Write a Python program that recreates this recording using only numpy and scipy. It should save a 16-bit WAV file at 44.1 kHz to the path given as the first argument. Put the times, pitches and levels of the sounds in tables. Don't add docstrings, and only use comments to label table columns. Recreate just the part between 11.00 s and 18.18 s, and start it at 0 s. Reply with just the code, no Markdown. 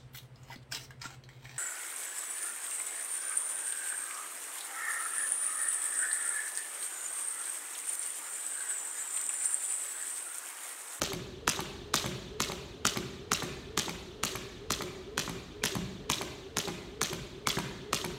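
import sys
import numpy as np
from scipy import signal
from scipy.fft import rfft, irfft
from scipy.io import wavfile
from scipy.ndimage import uniform_filter1d

SR = 44100
rng = np.random.default_rng(int(sys.argv[2]) if len(sys.argv) > 2 else 0)


def gain_from_db(level_db):
    decades = np.asarray(level_db, float) / 20
    return 10 ** decades


def pcm_store(signal):
    levels = np.round(np.clip(np.atleast_2d(signal), -1, 1) * 32767)
    wavfile.write(sys.argv[1], SR, levels.astype(np.int16).T)


N = 316622

# (time [s], crack peak [dB], knock pitch [Hz], knock level [dB], ceiling echo [dB])
SLAPS = [(0.0172, -11, 1330, -27.5, -2), (0.4766, -9, 1413, -17, 1.5), (0.9401, -7.5, 1260, -21, -2),
         (1.4024, -11, 1230, -24, 0), (1.8518, -9.5, 1360, -17, 2), (2.3171, -10.5, 1270, -17.5, 3),
         (2.7751, -10, 1190, -23, 1), (3.2346, -10, 1220, -27.5, -2), (3.7048, -12.5, 1220, -24, 4.5),
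         (4.1777, -12, 1510, -25.5, -0.5), (4.6373, -10, 1630, -28.5, -2), (5.0989, -9.5, 990, -23, -0.5),
         (5.5689, -12, 1000, -33, 2), (6.0145, -10.5, 1270, -26.5, 1), (6.4709, -9.5, 1240, -20, 0),
         (6.9299, -10.5, 1230, -21, 0)]


def evened(x):
    return x / np.sqrt(np.mean(x ** 2) + 1e-20)


def read(points, hz):
    f, value = np.transpose(points)
    return np.interp(np.log(hz + 1), np.log(f + 1), value)


def add(mix, s, sound):
    start = round(s * SR)
    part = mix[max(start, 0):][:len(sound) + min(start, 0)]
    part += sound[max(-start, 0):][:len(part)]


def coloured(x, points):
    hz = np.fft.rfftfreq(len(x), 1 / SR)
    return irfft(rfft(x) * gain_from_db(read(points, hz)), len(x))


def burst(t, hz, ms):
    return np.cos(2 * np.pi * hz * t) * np.exp(-.5 * (t * 1000 / ms) ** 2)


def resonate(x, hz, width):
    turn = np.exp(2j * np.pi * np.cumsum(np.broadcast_to(hz, len(x))) / SR)
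    r = np.exp(-np.pi * width / SR)
    return 2 * (turn * signal.lfilter([1 - r], [1, -r], x / turn)).real


def hall(x, colour, start_ms, rise_ms):
    # (frequency [Hz], decay by 60 dB [s])
    hall_t60 = [(60, 0.33), (200, 0.79), (600, 0.94), (1500, 0.9), (3500, 1.245), (6500, 0.81),
                (10000, 0.68), (16000, 0.74)]
    size = SR + SR // 2
    slots = np.arange(0, size - 16, 16)
    at = slots + rng.integers(0, 16, len(slots))
    taps = np.zeros(size)
    taps[at] = rng.choice([-1., 1.], len(at))
    hz, t, z = signal.stft(taps, SR, nperseg=512)
    clumps = uniform_filter1d(rng.standard_normal(z.shape), size=9, axis=0)
    clumps = 2.5 * evened(uniform_filter1d(clumps, size=2, axis=1))
    decay = 60 * t / np.maximum(read(hall_t60, hz), .1)[:, None]
    tail = signal.istft(z * gain_from_db(clumps + read(colour, hz)[:, None] - decay), SR, nperseg=512)[1]
    tail *= np.clip((np.arange(len(tail)) / SR * 1000 - start_ms) / rise_ms, 0, 1)
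    return signal.fftconvolve(x, tail / np.sqrt(size / 160))[:N]


def ventilation():
    # (frequency [Hz], density [dB per Hz])
    duct_colour = [(20, -56), (40, 2), (60, -3), (90, -8.5), (130, -10.5), (200, -16), (270, -11),
                   (500, -22), (1000, -26), (2500, -35), (2900, -32), (4300, -36.5), (4800, -39),
                   (9000, -50), (16000, -46)]
    return gain_from_db(-48) * evened(coloured(rng.standard_normal(N), duct_colour))


def rope_hum():
    # (share of the turn, pitch [Hz], level [dB])
    sweep = [(0, 412, 7.5), (.08, 421, -11.5), (.22, 383.5, 6.5), (.33, 382.4, -3.7), (.5, 401, 0),
             (.7, 357, -4.5), (.8, 388, 0), (.88, 423.5, -1.5), (1, 432, 2.5)]
    s = np.transpose(SLAPS)[0]
    s = np.concatenate([[2 * s[0] - s[1]], s, [2 * s[-1] - s[-2]]])
    turn = np.interp(np.arange(N) / SR, s, np.arange(len(s))) % 1
    share, hz, db = np.transpose(sweep)
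    pitch = np.interp(turn, share, hz)
    tone = rng.standard_normal(N)
    for width in (45, 110, 160):
        tone = resonate(tone, pitch, width)
    return gain_from_db(-48.5 + np.interp(turn, share, db)) * evened(tone)


def handle_chirps():
    # (time [s], peak [dB], pitch [Hz])
    chirps = [
        (2.305, -48, 2320),
        (4.6205, -40, 2390),
        (5.529, -59, 2270),
        (6.4575, -39, 2250),
    ]
    out, t = np.zeros(N), np.arange(400) / SR
    for s, db, hz in chirps:
        add(out, s, gain_from_db(db - 1.0) * burst(t - .003, hz, 1.9))
    return out


def handle_ticks():
    # (delay after the slap [ms], tick peak [dB], low rattle [dB])
    jolts = [(115, -29, -32.5), (127, -29.5, -32), (121, -30.5, -31), (116, -34, -32), (120, -30, -25),
             (114.3, -34.5, -36), (118.7, -33.5, -30), (122, -32.5, -31.5), (115.5, -33.5, -30),
             (117, -34.5, -35), (114, -33, -35), (118.5, -32, -33.5), (111, -35, -34), (117, -31, -31.5),
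             (116, -30.5, -29), (117, -31.5, -32)]
    # (pitch [Hz], level [dB])
    swivels = [(2250, -4), (4400, -7)]
    out, t = np.zeros(N), np.arange(6000) / SR
    for (s, *_), (ms, tick_db, rattle_db) in zip(SLAPS, jolts):
        envelope = gain_from_db(-60 * t / 0.0087) + 1.07 * burst(t - .0022, 0, 0.66)
        shake = rng.standard_normal(len(t)) * np.minimum(t / 0.00032, 1) * envelope
        tick = resonate(resonate(shake, 11600, 4000), 11600, 4000)
        rattle = resonate(resonate(shake, 3800, 3500), 3800, 3500)
        clink = np.zeros(len(t))
        for hz, db in swivels:
            louder, sharper = rng.standard_normal(2)
            clink += gain_from_db(db + 1.8 * louder) * burst(t - .0013, hz * (1 + 0.029 * sharper), 1.26)
        add(out, s + ms / 1000, gain_from_db(tick_db + 5) * tick + gain_from_db(rattle_db) * (rattle + clink))
    return out


def footfalls():
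    # (time [s], tap peak [dB], tap pitch [Hz], thud level [dB])
    first_shoe = [(0.12, -34.5, 1060, -44), (0.572, -37, 969, -60), (1.042, -29.5, 910, -32.5),
                  (1.498, -31.5, 980, -36), (1.96, -29, 920, -62), (2.422, -26, 1240, -41),
                  (2.881, -30.5, 900, -36), (3.333, -43, 877, -65), (3.807, -29.5, 1120, -29.5),
                  (4.277, -31, 1110, -34), (4.753, -30.5, 960, -33.5), (5.212, -29.5, 810, -35),
                  (5.674, -30.5, 850, -37), (6.115, -42, 840, -51), (6.57, -28.5, 1730, -28),
                  (7.043, -27.5, 940, -38)]
    # (delay after the first [ms], tap peak [dB], thud level [dB])
    second_shoe = [(15.96, -36, -31), (19.5, -27.5, -34.5), (15.16, -32.5, -27.5), (21.6, -35, -39.5),
                   (9.02, -33.5, -27.5), (12.03, -40, -28), (11.07, -40, -35.5), (20.2, -29, -34),
                   (14.04, -36, -35.5), (17.9, -34.5, -35.5), (10.7, -36.5, -26), (13.04, -39.5, -35.5),
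                   (10.97, -30, -33), (13.04, -30, -32), (14.9, -27.5, -41), (13.53, -46, -32.5)]
    # (pitch [Hz], level [dB], decay by 60 dB [s])
    boards = [(106, -39, 0.046), (136.7, 0.5, 0.13), (176, 8.5, 0.067), (207, -16, 0.053),
              (353.4, -1.5, 0.13), (596, -3.5, 0.034)]
    out, t = np.zeros(N), np.arange(6000) / SR
    second = [(row[0] + ms / 1000, tap_db, 980, thud_db)
              for row, (ms, tap_db, thud_db) in zip(first_shoe, second_shoe)]
    for s, tap_db, tap_hz, thud_db in sorted(first_shoe + second):
        tap = -gain_from_db(tap_db + 3.0) * burst(t - .0012, tap_hz, 0.55)
        scuff = gain_from_db(tap_db) * rng.standard_normal(len(t)) * gain_from_db(-60 * t / 0.054) * np.minimum(t / 0.001, 1)
        scuff = resonate(resonate(scuff, 900, 2070), 900, 2530)
        thud = np.zeros(len(t))
        for hz, db, t60 in boards:
            louder, sharper = rng.standard_normal(2)
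            ring = np.sin(2 * np.pi * hz * (1 + 0.025 * sharper) * t)
            thud += gain_from_db(db + 1.75 * louder - 60 * t / t60) * ring
        add(out, s, tap + scuff + gain_from_db(thud_db - 6.0) * thud * np.minimum(t / 0.0045, 1))
    return out


def landings():
    # (frequency [Hz], level [dB])
    step_hall = [(60, -25), (150, 6.5), (400, 4.5), (1000, -4), (3500, 5.5), (8000, 11), (16000, 18)]
    steps = footfalls()
    near = steps + handle_ticks()
    ceiling = np.concatenate([np.zeros(round(.0146 * SR)), near])[:N]
    return near + gain_from_db(-11.5) * ceiling + gain_from_db(2.0) * hall(steps, step_hall, 1.8, 13.0)


def board_bend(t):
    since = np.maximum(t, 0)
    hz = 1200 * (0.004866 / (since + 0.004824)) ** 2 + 60
    chirp = np.sin(2 * np.pi * np.cumsum(hz * (t > 0)) / SR - 1.2)
    return gain_from_db(-30) * chirp * np.minimum(since / 0.0042, 1) * gain_from_db(-60 * (since / 0.044) ** 2)


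def wall_echoes(hz, size, ceiling_db):
    # (level [dB], centre [Hz], width [Hz])
    reflections = [(-11.5, 2200, 5000), (-11, 13000, 9000), (1.5, 6200, 1680), (0, 18800, 8800),
                   (-5, 4700, 670), (0, 17400, 15000), (-7, 4300, 3200), (-23.5, 2800, 3400),
                   (-7.5, 4500, 2100), (0, 3380, 920), (-5.5, 4800, 1200), (-17, 5100, 9100),
                   (-15, 15000, 5400), (-11, 2900, 2200), (-12, 6000, 4800), (-14, 3900, 5600),
                   (-17.5, 1300, 7600), (-11.5, 4700, 500), (-12, 5500, 470), (-8, 3600, 1200),
                   (-19, 10000, 6000), (-15, 5300, 1600)]
    reflection_ms = [3.2, 5.4, 14.0, 14.0, 16.4, 19.0, 21.1, 23.4, 28.2, 31.6, 34.8, 36.4, 38.0, 41.2, 43.1,
                     55.3, 68.4, 79.0, 81.8, 83.2, 84.5, 90.6]
    db, centre_hz, width_hz = np.transpose(reflections)[:, :, None]
    ms = np.array(reflection_ms)[:, None]
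    shift = rng.standard_normal((len(ms), 2))
    delay = np.exp(-2j * np.pi * hz * (ms + 0.066 * shift[:, :1]) / 1000)
    off = abs(ms - 15)
    spread = np.clip(off, 1, 14) ** 2 / (off + 4) / 9000 + np.maximum(ms - 22, 0) / 30000
    scatter = rng.standard_normal((len(ms), 400)) * np.exp(-np.arange(400) / SR / spread)
    scatter[:, 0] = abs(scatter[:, 0]) + .5
    scatter = rfft(scatter / np.linalg.norm(scatter, axis=1)[:, None], size)
    gain = gain_from_db(db + 1.4 + shift[:, 1:] + ceiling_db * (ms == 14))
    band = (1 + 1.3j * (hz - centre_hz) / width_hz) ** 2
    return (delay * scatter * gain / band).sum(0)


def slap(crack_db, knock_hz, knock_db, ceiling_db):
    # (frequency [Hz], level [dB])
    crack_colour = [(300, 2), (2000, 2), (3500, 0), (4800, -4.5), (6500, -0.5), (9000, -6), (12000, 3),
                    (15500, 5)]
    bass_ms = [14.3, 19.3, 21.7, 33.0]
    bass_db = [-7.5, -8, -42, -29]
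    t = (np.arange(8192) - 512) / SR
    hz = np.fft.rfftfreq(len(t), 1 / SR)
    grit = rng.standard_normal(len(t))
    lay = gain_from_db(-29.5) * grit * np.clip((t + 0.0075) / 0.0018, 0, 1) * (t < 0) * gain_from_db(1400 * t)
    lay = coloured(lay, [(1500, -6.5), (4000, 6.5), (8000, -3), (11000, -2), (16000, -46)])
    rattle = gain_from_db(-23) * uniform_filter1d(grit, size=2) * (t > 0) * gain_from_db(-60 * np.abs(t) / 0.031)
    snap = (t == 0) - .7 * (np.arange(len(t)) == 515)
    tilt = gain_from_db(-2 * np.log2(hz / 6000 + 0.029))

    def voiced(x):
        return gain_from_db(crack_db + 8.5) * irfft(rfft(coloured(x, crack_colour)) * tilt, len(t))

    crack, plain = voiced(snap + lay + rattle), voiced(snap)
    knock = gain_from_db(knock_db) * burst(t + .0001, knock_hz, np.where(t < 0, .7, 1.1))
    knock += gain_from_db(knock_db - 8) * burst(t - .0006, 0.66 * knock_hz, 0.99)
    bend = board_bend(t)
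    walls = wall_echoes(hz, len(t), ceiling_db)
    bass = sum(gain_from_db(db) * np.exp(-2j * np.pi * hz * ms / 1000) for ms, db in zip(bass_ms, bass_db))
    low = bend + gain_from_db(-7.5) * knock
    echoes = irfft(rfft(crack) * walls + rfft(low) * bass, len(t))
    return plain + gain_from_db(-15) * knock + bend, crack + knock + bend + echoes


def rope_slaps():
    # (frequency [Hz], level [dB])
    slap_hall = [(60, -46), (150, -6.5), (400, 1), (1000, 0.5), (2200, 0.5), (2900, 2.5), (4300, 5.5),
                 (4800, 0), (6300, 2), (10300, -2.5), (12000, 1), (16000, 6)]
    bare, near = np.zeros(N), np.zeros(N)
    for s, *row in SLAPS:
        bare_slap, near_slap = slap(*row)
        start = s + .0015 - 512 / SR
        add(bare, start, bare_slap)
        add(near, start, near_slap)
    return near + gain_from_db(1.5) * hall(bare, slap_hall, 4.3, 35.0)


def scene():
    return (ventilation() + rope_hum() + handle_chirps() + landings() + rope_slaps())[None]


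def low_pass(x):
    return signal.sosfilt(signal.butter(12, 16810, fs=SR, output="sos"), x)


def record(dry):
    # (frequency [Hz], level [dB])
    microphone = [(20, -18.5), (70, 0), (120, -0.5), (9500, 1), (10300, -7), (11200, -6.5), (14500, -9.5),
                  (15600, -13), (16100, -29), (17000, -62)]
    mix = coloured(dry[0], microphone)[None]
    return low_pass(mix)


dry = scene()
out = record(dry)
pcm_store(out)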